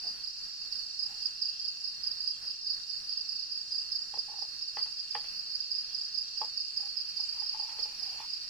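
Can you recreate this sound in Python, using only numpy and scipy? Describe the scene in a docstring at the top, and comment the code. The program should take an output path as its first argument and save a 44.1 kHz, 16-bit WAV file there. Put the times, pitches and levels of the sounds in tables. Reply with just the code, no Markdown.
"""Field crickets chirp close by on the right in bursts of falling wing strokes, at night in a wooded garden.
Neighbours, a far chorus and steady trillers lie behind them; trunks and leaves scatter it all as dense echoes.
Each wing stroke is a falling tone; the trillers send tone pulses, and the still air is coloured noise.
A few soft knocks and rubs right at the microphone ring the modes of a small body."""
import sys
import numpy as np
from scipy import signal
from scipy.fft import rfft, irfft, next_fast_len
from scipy.io import wavfile

SR = 44100
rng = np.random.default_rng(int(sys.argv[2]) if len(sys.argv) > 2 else 0)


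def store_pcm(level_fs):
    """Save levels as 16-bit WAV."""
    pcm = np.round(np.clip(level_fs, -1, 1) * 32767).astype(np.int16)
    wavfile.write(sys.argv[1], SR, np.atleast_2d(pcm).T)


N = 374409
TIME = np.arange(N) / SR

# still night air, spectrum before scaling: (frequency [Hz], relative level [dB])
AIR_SPECTRUM = [(25, 3.5), (60, -0.5), (120, -5.5), (190, -3.5), (330, -10.5), (650, -12.5), (1000, -9.5),
                (1750, -4), (2200, -11), (3500, -22.5), (6000, -39), (9000, -15.5), (11500, -21.5),
                (15000, -22)]
# leaves rustling faintly, before their waver: (time [s], level [dB])
LEAF_LEVELS = [(0, -66), (4.0, -70), (5.2, -62.5), (6.4, -66.5), (7.2, -59.5), (8.2, -56), (8.49, -60.5)]
# kinds of steady trillers:
# (pitch [Hz], pitch spread [Hz], mean pulse rate [1/s], level [dB], left minus right [dB], waver [dB])
TRILLERS = [(2744, 91, 55, -61.5, -1, 3), (3247, 30, 30, -71.5, -7.5, 6), (3695, 80, 27, -65, 3.5, 3),
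            (4070, 74, 37, -62, -6, 3.5), (4460, 12, 99, -50.5, -24, -1.5), (4985, 30, 50, -52.5, 1, 5),
            (5659, 33.8, 58, -52.5, 4, 1), (6350, 31, 110, -72, -27, 3), (6643, 26, 23, -68, 6.5, 1.5),
            (6970, 225, 95, -66, -2, 3), (7536, 136, 24, -70, 1, 5.5), (8615, 310, 62, -69, 4, 3)]
# far crickets in groups of like pitch, before the chorus filter:
# (pitch [Hz], level [dB], left minus right [dB])
FAR_GROUPS = [(4419, -48, -3), (4583, -51, -4.5), (4744, -46, 2.5), (4998, -49.5, -2), (5140, -50.5, -19)]
# modes that knocks and rubs ring: (frequency [Hz], relative level [dB], free t60 [s])
BODY_MODES = [(451, -11, 0.13), (518, -9.5, 0.079), (635, -17.5, 0.16), (770, -6.5, 0.036), (842, 3, 0.1),
              (1100, 0.5, 0.054), (1234, -8, 0.15), (1760, -0.5, 0.041), (1955, -8, 0.17), (2400, -8, .05),
              (2600, -10, 0.077), (2800, -10.5, 0.11), (3254, -10.5, 0.31)]
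# knocks at the microphone: (time [s], relative level [dB], treble tilt [dB/octave], relative bass [dB],
# relative middle modes [dB], share of the free ring time [1])
KNOCK_EVENTS = [(4.138, -36.5, -6.5, 3.5, -2, 0.38), (4.172, -40, -5, 13, -5, 0.2),
                (4.421, -41.5, -10, 10, 0, 0.37), (4.769, -30.5, -7, 5, 5.5, .3),
                (4.858, -48, -5, 5, 6, .8), (5.150, -25, -2.5, 4, 0, 0.4), (5.241, -45, 4, 10, 0.5, 0.45),
                (6.414, -27, -8, 1.5, -12, 0.42), (7.417, -48, -8, -13, -4, 0.8),
                (7.544, -41.5, -11, -15, -2, 0.68), (7.596, -41, -30, 0, 0, 0.41),
                (7.622, -54, -12, 13, -3, 0.31), (7.694, -44, 4, -12, -7, .35),
                (7.786, -40, -1, 14, -4, 0.5), (7.808, -50, -8, 12, 0, .5), (7.854, -43, -13, 10, 0, .6),
                (8.142, -51, -6, 15, 0, 0.26), (8.189, -45, 1, -6, -3, .35),
                (8.201, -38, -2.5, -2, -6, 0.43)]
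# rubs at the microphone: (time of full pressure [s], hold [s], relative level [dB], mode pitch factor [1],
# relative bass [dB])
RUB_EVENTS = [(0.041, 0.034, -58, 0.86, 11), (1.06, 0.14, -70, 0.96, -10), (4.287, 0.046, -58.5, 0.98, 5),
              (4.328, 0.055, -58, 0.98, -10), (4.789, 0.023, -55, 1.23, 5), (6.80, 0.062, -62.5, 1, 6),
              (7.192, 0.027, -63, 1.01, -17), (7.355, 0.062, -60.5, 1.06, -11), (7.526, 0.19, -62.5, 1, -9),
              (7.695, 0.043, -57, 1.07, -11), (7.739, 0.19, -62, 1, 4), (8.013, 0.16, -62, 0.94, -12),
              (8.195, 0.035, -55.5, 1.09, -13)]
# the two near crickets: (mean pitch [Hz], stroke to stroke [s], stroke swell [s], stroke fade [s],
# left minus right of the direct sound [dB])
NEAR_CRICKETS = [(4953, .0333, 0.0045, 0.0057, -25), (4941, 0.035, 0.0033, 0.0047, -9.5)]
# near chirps: (time of first stroke [s], cricket [0 or 1], strokes [count], relative level [dB],
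# growth per stroke [dB])
NEAR_CHIRPS = [(.040, 0, 2, -36.5, 4), (.243, 0, 2, -33.5, -0.5), (.437, 1, 1, -42, 0),
               (.585, 1, 2, -44, 4), (.724, 0, 3, -31, 0.5), (.867, 1, 1, -38, 0), (.997, 0, 3, -31, -.5),
               (1.226, 0, 2, -31, 0), (1.424, 0, 3, -29.5, -0.5), (1.600, 1, 1, -36, 2),
               (1.651, 0, 2, -31.5, -4), (1.812, 1, 1, -37, 0), (1.848, 0, 2, -31, -2),
               (2.039, 0, 2, -30.5, 1.5), (2.082, 1, 2, -34.5, 9), (2.207, 1, 2, -33, 1),
               (2.278, 0, 2, -30.5, -2), (2.475, 0, 2, -31.5, -1.5), (2.671, 0, 3, -29, -0.5),
               (2.901, 0, 3, -33, -2.5), (3.095, 0, 2, -34, 2.5), (3.177, 1, 2, -31, 0),
               (3.294, 0, 3, -32, 0), (3.396, 1, 2, -34.5, 0), (3.521, 0, 2, -35, -3),
               (3.579, 1, 2, -34, 3), (3.725, 0, 2, -32.5, 0), (3.785, 1, 2, -32.5, -1),
               (3.923, 0, 2, -29.5, 5), (3.989, 1, 2, -34, -2), (4.157, 0, 2, -34, 5),
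               (4.390, 0, 2, -34, 4), (4.592, 0, 2, -37.5, 6), (4.681, 1, 1, -34, 0), (4.765, 0, 1, -37, 0),
               (4.793, 1, 2, -34, 8), (4.890, 1, 2, -39, -1), (4.999, 0, 1, -39, 0), (5.112, 1, 2, -33, 1),
               (5.168, 0, 2, -39.5, 9), (5.290, 1, 1, -42, 0), (5.364, 0, 2, -37, 3),
               (5.519, 0, 2, -32.5, 3), (5.608, 1, 2, -36, -6), (5.720, 0, 3, -30, -0.5),
               (5.810, 1, 2, -34.5, -3), (5.950, 0, 2, -33, -1.5), (6.015, 1, 2, -35, -2),
               (6.148, 0, 3, -30, 1.5), (6.378, 0, 2, -31.5, 2), (6.449, 1, 2, -35, 0),
               (6.575, 0, 2, -30.5, 0.5), (6.650, 1, 2, -36.5, -2), (6.775, 0, 2, -30.5, -4.5),
               (6.854, 1, 2, -33.5, 3), (6.974, 0, 2, -29.5, -1), (7.055, 1, 2, -35, 4),
               (7.172, 0, 3, -30.5, -0.5), (7.293, 1, 2, -32, -2), (7.402, 0, 3, -31.5, -1),
               (7.495, 1, 2, -33, -6), (7.600, 0, 2, -33, -5), (7.798, 0, 2, -33, 3),
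               (7.999, 0, 3, -31.5, 0), (8.302, 0, 3, -34.5, 0.5)]

RUB_ATTACK_S, RUB_RELEASE_S = 0.02, 0.042
CHATTER_S, RUB_RING = 0.018, 0.28  # decay of a knock's crackle; share of the free ring time under a rub
# a knock comes back from the ground and the nearest leaves
SPLASH_S, SPLASH_DB, SPLASH_T60_S = 0.005, -7, 0.13
TOP_HZ = 15450


def undb(db):
    """Decibels to gain."""
    return 10 ** (np.asarray(db) / 20)


def level(x, db):
    """Scale to an rms level in dB."""
    return x * undb(db) / np.sqrt(np.mean(x ** 2))


def pan(db):
    """Gains that set left minus right in dB and keep the power."""
    gains = undb(np.array([[db], [-db]]) / 2)
    return gains / np.sqrt(np.mean(gains ** 2))


def add(out, s, x):
    """Mix x into out from time s on."""
    i = int(s * SR)
    a, b = max(i, 0), min(i + x.shape[-1], N)
    if b > a:
        out[..., a:b] += x[..., a - i:b - i]


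def walk(rate):
    """Smooth chance that changes about rate times a second."""
    knots = rng.standard_normal(4096)
    return np.interp(TIME * rate, np.arange(len(knots)), knots)


def colour(x, points):
    """Filter by a spectrum of (frequency [Hz], level [dB]) points."""
    hz, db = np.transpose(points)
    size = next_fast_len(N)
    f = np.maximum(np.fft.rfftfreq(size, 1 / SR), 1)
    gain = undb(np.interp(np.log(f), np.log(hz), db))
    return irfft(rfft(x, size) * gain, size)[..., :N]


def convolve(x, response):
    """Pass x through a response for each ear."""
    return signal.oaconvolve(np.atleast_2d(x), np.atleast_2d(response), axes=1)[:, :x.shape[-1]]


def scatter(t60):
    """Dense echoes from trunks and leaves, unrelated left and right, of unit energy."""
    t = np.arange(SR // 2) / SR
    build_up = 1 - np.exp(-t / 0.0039)
    echoes = rng.standard_normal((2, len(t))) * undb(-60 * t / t60) * build_up
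    return echoes / np.sqrt(np.sum(echoes ** 2, axis=1, keepdims=True))


def stroke(hz, fall_hz=42000, swell=0.0042, fade=0.01, rasp=0.26, second_db=-41, third_db=-38):
    """One wing closure, strongest near its middle: the scraper slows, so the tone falls (about fall_hz Hz/s)."""
    t = np.arange(-SR // 50, SR // 50) / SR
    # uneven teeth shake both the force and the phase
    grip, slip = (np.interp(t, np.linspace(t[0], t[-1], 16), k) for k in rng.standard_normal((2, 16)))
    fall = fall_hz * (1 + 0.22 * rng.standard_normal())
    phase = 2 * np.pi * (hz * t - fall * t ** 2 / 2 + rng.random()) + rasp * slip
    force = np.where(t < 0, np.exp(-0.5 * (t / swell) ** 2), 1 / np.cosh(t / fade))
    force = force * np.exp(rasp * grip) * signal.get_window(("tukey", 0.5), len(t))
    overtones = undb(second_db) * np.sin(2 * phase) + undb(third_db) * np.sin(3 * phase)
    return force * (np.sin(phase) + overtones)


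def distant(times, call, t60, direct_db, waver_db=7.0):
    """One far insect repeats its call, wavering in strength, heard straight and through the trees."""
    # times count from a quarter second before the scene opens, so it is already singing
    beats = np.zeros(N + SR // 4)
    at = (times * SR).astype(int)
    beats[at[(at >= 0) & (at < len(beats))]] = 1
    paths = scatter(t60)
    # its bearing sets the lag between the ears
    paths[[0, 1], rng.integers(0, 16, 2)] += undb(direct_db)
    heard = convolve(beats, convolve(paths, call))[:, -N:]
    return level(heard * undb(waver_db * walk(11)), 0)


def air(air_db=-61.0, shared=0.24, waver_db=2.5):
    """Faint far rumble and hiss, as coloured noise, waver; the leaves stir a little towards the end."""
    hush = rng.standard_normal((2, N)) + shared * rng.standard_normal(N)  # part is common to both ears
    hush = level(colour(hush, AIR_SPECTRUM), air_db) * undb(waver_db * walk(9))
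    leaves = colour(rng.standard_normal((2, N)), [(300, -27), (1200, -16), (2100, -14.5), (2500, -4.5),
                                                  (3200, -10), (4000, -24), (8000, -21.5), (15000, -27.5)])
    leaf_db = np.interp(TIME, *np.transpose(LEAF_LEVELS)) + walk(23)
    return hush + level(leaves, 0) * undb(leaf_db)


def trillers(blur_t60=0.21, direct_db=-4, count=3):
    """A few insects of each kind send unbroken trains of tone pulses; shorter pulses have a wider band."""
    out, t = 0, np.arange(-SR // 20, SR // 20) / SR
    for hz, spread_hz, rate, db, pan_db, waver_db in TRILLERS:
        pulse = np.exp(-(2 * np.pi * spread_hz * t) ** 2) * np.sin(2 * np.pi * hz * t)
        for _ in range(count):
            periods = rng.uniform(0.92, 1.08) * (1 + 0.14 * rng.standard_normal(1400)) / rate
            times = np.cumsum(periods) - rng.random()
            trill = distant(times, pulse, blur_t60, direct_db, waver_db)
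            out = out + trill * undb(db) * pan(pan_db) / np.sqrt(count)
    return out


def far_crickets(period=0.21, loose=0.1, fall_hz=20000, direct_db=1, count=2):
    """Each cricket keeps its own loose beat; a group takes turns, so the chirps merge into a bed."""
    out = 0
    for hz, db, pan_db in FAR_GROUPS:
        lead = rng.random()
        for k in range(count):
            beats = period * (np.arange(-2, 46) + lead + k / count + loose * rng.standard_normal(48))
            # three strokes to a chirp
            times = beats[:, None] + np.arange(3) * rng.uniform(0.028, 0.038)
            times = times + 0.001 * rng.standard_normal((48, 3))
            call = stroke(hz + 70 * (k - count / 2 + rng.random()), fall_hz)
            song = distant(times, call, 0.26, direct_db, waver_db=-0.5)
            out = out + song * undb(db) * pan(pan_db) / np.sqrt(count)
    # far chorus tone: dip near 4.2 kHz, lift at 4 and 5.4 kHz
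    return colour(out, [(4000, 8), (4170, -13.5), (4280, -2.5), (5230, 1.5), (5400, 13), (5800, -8)])


def neighbours(db=-52, hz=4830, stray_s=0.014, pan_db=-1, direct_db=0, count=3):
    """Crickets a little further off keep the nearest one's beat, nearly a quarter second ahead, straying a little."""
    starts = np.array([[s] for s, who, *_ in NEAR_CHIRPS if round(who) == 0])
    out = 0
    for _ in range(count):
        times = starts + stray_s * rng.standard_normal(starts.shape)
        times = times + np.arange(3) * rng.uniform(0.031, 0.036)  # three strokes to a chirp
        times = times + 0.001 * rng.standard_normal(times.shape)
        call = stroke(hz + 50 * rng.standard_normal(), 29500)
        out = out + distant(times, call, 0.26, direct_db) * undb(db) * pan(pan_db)
    return out


def body(treble_db, bass_db, middle_db, ring, pitch=1, detune=0.024):
    """The ring of one blow: soft contact loses treble, the spot weights the modes, a firm hold damps them."""
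    t = np.arange(SR // 5) / SR
    out = 0
    for k, (hz, db, t60) in enumerate(BODY_MODES):
        tilt_db = treble_db * max(np.log2(hz / 900), 0)
        spot_db = bass_db * (hz < 700) + middle_db * (1500 < hz < 2200)
        envelope = undb(db + tilt_db + spot_db - 60 * t / (t60 * ring))
        mode_hz = hz * pitch * (1 + detune * rng.standard_normal())
        out = out + (-1) ** k * envelope * np.sin(2 * np.pi * mode_hz * t)
    return out


def handling(chatter_db=-19, chatter_rate=1000, crack_db=-15, crack_s=0.01,
             rub_treble_db=-7, grain_db=3.0, slip_rate=550):
    """Knocks with crack, crackle and echo, and the tiny slips of rubbing, ring the same small body."""
    sound, t = np.zeros(N), np.arange(SR // 3) / SR
    contact = signal.butter(6, [420, 3200], "bandpass", fs=SR, output="sos")

    def slips(rate):
        """Sparse random impulses, about rate a second."""
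        return (rng.random(len(t)) < rate / SR) * rng.standard_normal(len(t))

    for s, db, treble_db, bass_db, middle_db, ring in KNOCK_EVENTS:
        push = (t == 0) + undb(chatter_db) * slips(chatter_rate) * np.exp(-t / CHATTER_S)
        knock = convolve(push, body(treble_db, bass_db, middle_db, ring))[0]
        crack = signal.sosfilt(contact, rng.standard_normal(len(t)))
        crack = level(crack, crack_db + treble_db + middle_db) * np.exp(-t / crack_s)
        knock = (knock / np.abs(knock).max() + crack) * undb(db)
        add(sound, s + 0.000724, knock)
        add(sound, s + SPLASH_S, convolve(knock, scatter(SPLASH_T60_S))[0] * undb(SPLASH_DB))

    # each rub presses in, holds and lets go at a spot of its own
    for s, hold, db, pitch, bass_db in RUB_EVENTS:
        pressure = np.interp(t, np.cumsum([0, RUB_ATTACK_S, hold, RUB_RELEASE_S]), [0, 1, 1, 0])
        grains = slips(slip_rate) * undb(grain_db * walk(93.3)[:len(t)])
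        rub = convolve(grains, body(rub_treble_db, bass_db, 0, RUB_RING, pitch))[0]
        add(sound, s - RUB_ATTACK_S, pressure * level(rub, db))

    # a mild dip near 400 Hz; the left port hears the middle modes best
    sound = colour(sound, [(100, -5), (260, -1.0), (400, -5), (4000, -1.0), (9000, 0)])
    left = colour(sound, [(550, 0.5), (800, 3.5), (1100, 5.5), (2000, 6.0)])
    right = colour(sound, [(550, -2.5), (800, 8.5), (1100, -11), (2000, -2.0)])
    return np.vstack([left, right])


def chirp(strokes, growth_db, cricket, uneven_db=1.63, arch_db=1.0):
    """A burst of strokes that grows or fades, as (delay [s], sound) pairs; the middle stands out."""
    hz, period, swell, fade, _ = cricket
    for k in range(strokes):
        place = k - (strokes - 1) / 2
        tone = stroke(hz + 30 * rng.standard_normal(), swell=swell, fade=fade)
        db = uneven_db * rng.standard_normal() + growth_db * place - arch_db * place ** 2
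        yield k * period - len(tone) / SR / 2, tone * undb(db)


def near_crickets(gain_db=4.8, early_db=-13, late_db=-6.5):
    """Chirps arrive directly, then as short early echoes, drawn afresh for each chirp, and from the deeper
    wood, which colours each cricket its own way."""
    direct, echoes = np.zeros((2, N)), np.zeros((2, N))
    wood = [scatter(0.12) for _ in NEAR_CRICKETS]
    for s, who, strokes, db, growth_db in NEAR_CHIRPS:
        cricket = NEAR_CRICKETS[round(who)]
        early = undb(early_db) * scatter(0.019) * pan(0.7)
        paths = early + undb(late_db) * wood[round(who)]
        for delay, tone in chirp(round(strokes), growth_db, cricket):
            tone = tone * undb(db)
            add(direct, s + delay, tone * pan(cricket[-1]))
            add(echoes, s + delay + 0.0033, signal.fftconvolve(tone[None], paths, axes=1))
    direct[0] = np.roll(direct[0], 5)  # samples: the left ear is further off
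    # the wings barely ring at either end of a stroke; the echoes carry more of its low end
    direct = colour(direct, [(4000, -8), (4400, -0.5), (5200, -1.5), (5550, -10), (7000, -2.0)])
    echoes = colour(echoes, [(4100, -8), (4350, -0.5), (5000, -0.5), (9000, -1)])
    return undb(gain_db) * (direct + echoes)


def scene():
    """Everything at the microphone, from the background to the nearest crickets."""
    return air() + trillers() + far_crickets() + neighbours() + handling() + near_crickets()


def record(dry):
    """The recorder cuts the top with a steep low-pass."""
    return signal.sosfilt(signal.ellip(14, 0.2, 70, TOP_HZ, fs=SR, output="sos"), dry)


dry = scene()
out = record(dry)
store_pcm(out)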